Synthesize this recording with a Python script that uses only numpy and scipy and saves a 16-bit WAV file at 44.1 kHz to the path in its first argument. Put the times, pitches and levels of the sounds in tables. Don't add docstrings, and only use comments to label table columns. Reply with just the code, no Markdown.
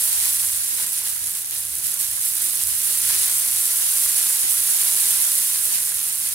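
import sys
import numpy as np
from scipy import signal
from scipy.fft import rfft, irfft
from scipy.io import wavfile

SR = 44100
rng = np.random.default_rng(int(sys.argv[2]) if len(sys.argv) > 2 else 0)


def transcribe(signal):
    frames = np.atleast_2d(signal).T
    limited = np.clip(frames, -1, 1)
    pcm = np.round(limited * 32767).astype(np.int16)
    wavfile.write(sys.argv[1], SR, pcm)


N = 279594
TIME = np.arange(N) / SR
HZ = np.fft.rfftfreq(N, 1 / SR)

# [t/s, relative level/dB]
BOIL_CURVE = [(0, -19.5), (.3, -20.5), (.6, -22.5), (1.0, -24.5), (1.2, -25.5), (1.45, -28), (1.72, -27),
              (1.95, -24.5), (2.3, -24), (2.75, -23), (3.1, -19), (3.5, -20), (4.1, -18.5), (4.55, -19.5),
              (5.15, -18), (5.6, -21), (5.9, -22.5), (6.34, -24)]
# [start t/s, length t/s, sizzle flare/dB, squelch rise before shares/dB]
LADLE_PUSHES = [(0.214, 0.048, 2, 4), (0.27, 0.036, 1, -2), (.38, 0.066, .3, 2.5), (0.762, 0.082, 1, 5),
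                (0.933, .06, 1.5, 1.5), (1.035, 0.04, 2.5, 7), (1.251, .045, 1.5, 2.5),
                (1.334, .055, 1.5, 4.5), (1.502, .11, 3, 3), (1.823, 0.039, 3.5, 0.7),
                (1.984, 0.047, 3, 3.5), (2.198, .06, 3.5, -2.5), (2.347, 0.056, 2, 2),
                (2.405, 0.11, 2, 0.5), (2.56, 0.14, 1.4, 1), (2.808, 0.099, 1, 1.5), (3.055, 0.24, 0.2, 3),
                (4.25, 0.029, 0, 3), (4.838, 0.043, 0, 1.5), (4.997, 0.24, -0.2, 0.5),
                (5.708, 0.044, 2.2, 4), (6.239, .05, 1, 2)]
PUSH_ATTACK_S, PUSH_RELEASE_S = .018, .03
# [t/s, relative level/dB]
SPIT_DROPS = [(0.6184, -17), (0.7184, -16), (0.9423, -10.5), (1.193, -9), (1.2604, -10), (1.272, -6),
              (1.373, -8), (1.51, -5), (1.583, -9), (1.676, -13.5), (1.722, -19), (1.7542, -4),
              (1.7858, -6), (1.8694, -3), (1.9175, -10), (1.941, -4), (2.1134, -7.5), (2.167, -7.5),
              (2.4227, -2), (2.5551, -3), (2.6374, -2), (2.6722, -1), (3.3216, -8), (3.6563, -1),
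              (4.2294, -2.5), (4.955, -3.5), (5.6684, -8), (6.288, -5)]
# [t/s, relative level/dB]
LADLE_BUMPS = [(.235, -53), (.27, -55), (3.86, -57.5), (4.17, -53), (4.44, -45), (4.81, -59.5),
               (4.94, -45.5), (5.36, -55.5), (5.66, -46), (5.82, -54)]
# [start t/s, length t/s, relative level/dB]
LADLE_RUBS = [(.62, 0.23, -58), (1.202, .6, -65.5), (2.195, 0.38, -58), (2.748, 0.63, -62),
              (4.45, 0.86, -65)]
# [start t/s, length t/s, relative level/dB]
RUMBLE_SWELLS = [(.02, 0.16, -51), (0.414, 0.16, -50), (1.191, 0.12, -55.5), (1.55, 0.31, -53.5),
                 (2.0, .14, -57), (2.61, .14, -51), (2.959, 0.245, -53), (3.51, .1, -55),
                 (4.017, .07, -55.5), (5.0, .1, -55.5), (5.897, .1, -54)]
# [t/s, f/Hz, level before swells/dB]
DRONE_CURVE = [(0, 63.5, -58), (.75, 67, -58.5), (1.1, 71.1, -62.5), (2.1, 73, -63.5), (3.1, 78.05, -64.5),
               (6.34, 78, -62)]

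# [f/Hz, relative level/dB]
BURST_SPECTRUM = [(200, -43.5), (600, -29), (1500, -24.5), (3000, -17), (5000, -13), (7000, -8),
                  (8200, -5.5), (9700, -0.5), (11000, -1.5), (13000, -9.5), (16000, -14)]
# [f/Hz, relative level/dB]
STEAM_SPECTRUM = [(200, -32.5), (700, -26), (1500, -19.5), (3000, -12), (4300, -10), (6500, -9.5),
                  (8000, -5), (9700, 0), (11000, -3), (13000, -6.5), (16000, -10)]
# [f/Hz, relative level/dB]
SMEAR_SPECTRUM = [(150, -33), (330, -13), (600, -11), (800, -8), (950, -3), (1200, -4), (1600, 2.5),
                  (2100, 0), (3000, -28), (6000, -36)]
# [f/Hz, relative level/dB]
PLATE_SPECTRUM = [(100, -20), (185, 0.5), (250, -9), (300, -5.5), (335, 5.5), (385, -8), (430, -16),
                  (480, -8), (900, -46)]
# [f/Hz, relative level/dB]
BUMP_SPECTRUM = [(60, -16), (170, -4), (330, 4), (600, 4), (1000, -15), (2500, -36)]
# [f/Hz, relative level/dB]
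FLAME_SPECTRUM = [(15, -30), (32, -18), (50, -5.5), (72, -9), (103, 2), (135, -8), (250, -17.5), (600, -53)]
# [f/Hz, relative level/dB]
AIR_SPECTRUM = [(20, -24), (70, -29), (120, -5.5), (195, -0.5), (250, -15), (430, -9), (800, -14.5),
                (2000, -46), (8000, -48)]

# [f/Hz, correlation]
CHANNEL_LIKENESS = [(60, .985), (130, 1.1), (290, 0.6), (620, 0.54), (950, 0.7), (1400, 0.25), (2100, 0.22),
                    (3100, -0.14), (4400, -0.13), (6300, 0), (7400, 0.2)]
# [f/Hz, left minus right/dB]
CHANNEL_BALANCE = [(100, 0), (200, 1), (380, -3), (700, 2), (1150, -0.5), (1550, -3), (2400, -2),
                   (4200, -3), (6000, -1), (7700, -1), (9000, 0), (10200, -5.5), (12200, -6.5),
                   (15500, -2.5)]
# [start t/s, length t/s]
WIDE_MOMENTS = [(.115, .1), (.585, .065), (.69, .065), (1.115, .165), (1.43, .11), (1.84, .065),
                (2.16, .065), (2.715, .065), (3.82, .07), (4.42, .08), (4.705, .065), (5.215, .065),
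                (5.725, .07)]
# [t/s, left minus right about the middle/dB]
BOIL_LEAN = [(0, 0.1), (1.3, .2), (2.2, -1), (2.7, -1.5), (3.2, 0.2), (3.7, 0.8), (4.3, -0.2), (6.3, -0.4)]
BAND_LIMIT_HZ = 15800


def burst(pitch=1, size=512):
    level_db = read(BURST_SPECTRUM, abs(np.fft.fftfreq(size, 1 / SR)) / pitch)
    log_gain = np.log(gain_of(level_db))
    tick = np.fft.ifft(np.exp(np.conj(signal.hilbert(log_gain)))).real
    return tick / abs(tick).max()


def bubbles(boil_db, per_s=2200, size_db=3.0, largest_db=13.0, crowding=.5,
            pitch_range=0.093, level_db=-3.0, count=5):
    busy = gain_of(boil_db - boil_db.max()) ** (2 * crowding)
    chance = per_s * busy / (SR * count)
    crackle = np.zeros((2, N))
    for pitch in 1 + pitch_range * np.linspace(-1, 1, count):
        raw_db = size_db * rng.exponential(1, (2, N))
        sizes = gain_of(largest_db * np.tanh(raw_db / largest_db))
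        signs = rng.choice([-1, 1], (2, N))
        clicks = sizes * signs * (rng.random((2, N)) < chance)
        crackle += signal.oaconvolve(clicks, burst(pitch)[None])[:, :N]
    steady = evened(crackle / np.sqrt(busy))
    return gain_of(boil_db + level_db) * steady


def steam(boil_db, escape_db, fizz_db=-2.0, vapour_db=-4.0, puff_db=1.26, puff_hz=25):
    whole = hiss(STEAM_SPECTRUM)
    fizz = treble(whole, order=10)
    vapour = whole - fizz
    vapour_gain = gain_of(escape_db + vapour_db + puff_db * flutter(puff_hz))
    fizz_gain = gain_of(boil_db + fizz_db + puff_db * flutter(puff_hz))
    return fizz * fizz_gain + vapour * vapour_gain


def pushes():
    flare_db, squelch_db = np.zeros((2, N))
    for start, length, flare, squelch in LADLE_PUSHES:
        press = gesture(start, length, PUSH_ATTACK_S, PUSH_RELEASE_S)
        flare_db += flare * press
        squelch_db += squelch * press
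    return flare_db, squelch_db


def ladle(drag_db, level_db=-26.0, grain_db=3.5, grain_hz=150):
    grain = evened(gain_of(grain_db * flutter(grain_hz)))
    return hiss(SMEAR_SPECTRUM) * grain * gain_of(drag_db + level_db)


def spits(level_db=2.0, edge_hz=5000):
    clicks = np.zeros(N)
    for s, db in SPIT_DROPS:
        clicks[round(s * SR)] += gain_of(db + level_db)
    snaps = signal.oaconvolve(clicks, burst())[:N]
    return treble(snaps, edge_hz, order=2)


def plate(glide_db=-75, attack_s=0.087, release_s=0.17, t60=0.15, rightward_db=2):
    blows = np.zeros(N)
    for s, db in LADLE_BUMPS:
        age = np.maximum(TIME - s, 0)
        onset = 1 - np.exp(-age / 0.0015)
        blows += gain_of(db - 60 * age / t60) * onset
    rubbing = sum(gain_of(db) * gesture(start, length, attack_s, release_s)
                  for start, length, db in LADLE_RUBS)
    rubbed = noise(PLATE_SPECTRUM) * np.hypot(gain_of(glide_db), rubbing)
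    bumped = noise(BUMP_SPECTRUM) * blows
    return (rubbed + bumped) * gain_of([[-rightward_db], [rightward_db]])


def burner(flame_db=-60.0, air_db=-60, swell_drone_db=-2, swell_flame_db=-6, attack_s=0.03,
           release_s=0.046, waver_db=3.0, waver_hz=9, slip_rad=0.88):
    swell = sum(gain_of(db) * gesture(start, length, attack_s, release_s)
                for start, length, db in RUMBLE_SWELLS)
    s, hz, drone_db = np.transpose(DRONE_CURVE)
    phase = 2 * np.pi * np.cumsum(np.interp(TIME, s, hz)) / SR
    phase += slip_rad * flutter(waver_hz)
    strength = np.hypot(gain_of(np.interp(TIME, s, drone_db)), swell * gain_of(swell_drone_db))
    wavering = np.sin(phase) * gain_of(waver_db * flutter(waver_hz))
    drone = evened(wavering) * strength
    rumble = noise(FLAME_SPECTRUM) * np.hypot(gain_of(flame_db), swell * gain_of(swell_flame_db))
    air = noise(AIR_SPECTRUM) * gain_of(air_db)
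    return drone + rumble + air


def kitchen(x, t60=0.13, wet_db=-9, dull_hz=5000):
    t = TIME[:SR // 2]
    tail = rng.standard_normal((2, len(t))) * gain_of(-60 * t / t60) * (t > .003)
    tail /= np.linalg.norm(tail[0])
    answer = rfft(tail, N) / np.sqrt(1 + (HZ / dull_hz) ** 2)
    return gain_of(wet_db) * irfft(rfft(x) * answer, N)


def spread(streams, centred=0.98, edge_s=.015):
    wide = sum(np.clip(np.minimum(TIME - start, start + length - TIME) / edge_s + .5, 0, 1)
               for start, length in WIDE_MOMENTS)
    same = np.clip(centred * (1 - wide), 0, 1)
    top = treble(streams)
    return ports(streams - top) + paired(*top, same)


def ports(streams):
    same = np.clip(read(CHANNEL_LIKENESS, HZ), -1, 1)
    return irfft(paired(*rfft(streams), same), N)


def paired(a, b, same):
    return np.array([a, same * a + np.sqrt(1 - same ** 2) * b])


def noise(tone):
    return ports(hiss(tone))


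def hiss(tone):
    white = rng.standard_normal((2, N))
    return evened(irfft(rfft(white) * gain_of(read(tone, HZ)), N))


def flutter(hz):
    return evened(irfft(rfft(rng.standard_normal(N)) / (1 + (HZ / hz) ** 2), N))


def treble(x, edge_hz=7450, order=40):
    return irfft(rfft(x) / (1 + (edge_hz / (HZ + 1)) ** order), N)


def gesture(start, length, attack_s, release_s):
    age = TIME - start
    return np.clip(age / attack_s, 0, 1) * np.exp(-np.clip((age - length) / release_s, 0, 20))


def follow(curve):
    return np.interp(TIME, *np.transpose(curve))


def read(points, hz):
    f, value = np.transpose(points)
    return np.interp(np.log(hz + 1), np.log(f + 1), value)


def gain_of(db):
    return 10 ** (np.asarray(db) / 20)


def evened(x):
    return x / np.sqrt(np.mean(x ** 2) + 1e-20)


def scene(steam_per_flare=0.36, steam_per_squelch=0.78, drag_per_squelch=0.95):
    boil_db = follow(BOIL_CURVE)
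    flare_db, squelch_db = pushes()
    sizzle_db = boil_db + flare_db
    escape_db = boil_db + steam_per_flare * flare_db + steam_per_squelch * squelch_db
    drag_db = boil_db + drag_per_squelch * squelch_db
    sizzle = bubbles(sizzle_db) + steam(sizzle_db, escape_db) + ladle(drag_db)
    batter = spread(sizzle + kitchen(sizzle)) + spits()
    lean_db = follow(BOIL_LEAN) / 2
    return batter * gain_of([lean_db, -lean_db]) + plate() + burner()


def record(dry):
    lean_db = read(CHANNEL_BALANCE, HZ) / 2
    coloured = irfft(rfft(dry) * gain_of([lean_db, -lean_db]), N)
    heard = np.clip(coloured, -.9, .9)
    low_pass = signal.firwin(1023, BAND_LIMIT_HZ, window=("kaiser", 9), fs=SR)
    return signal.oaconvolve(heard, low_pass[None], "same")


dry = scene()
out = record(dry)
transcribe(out)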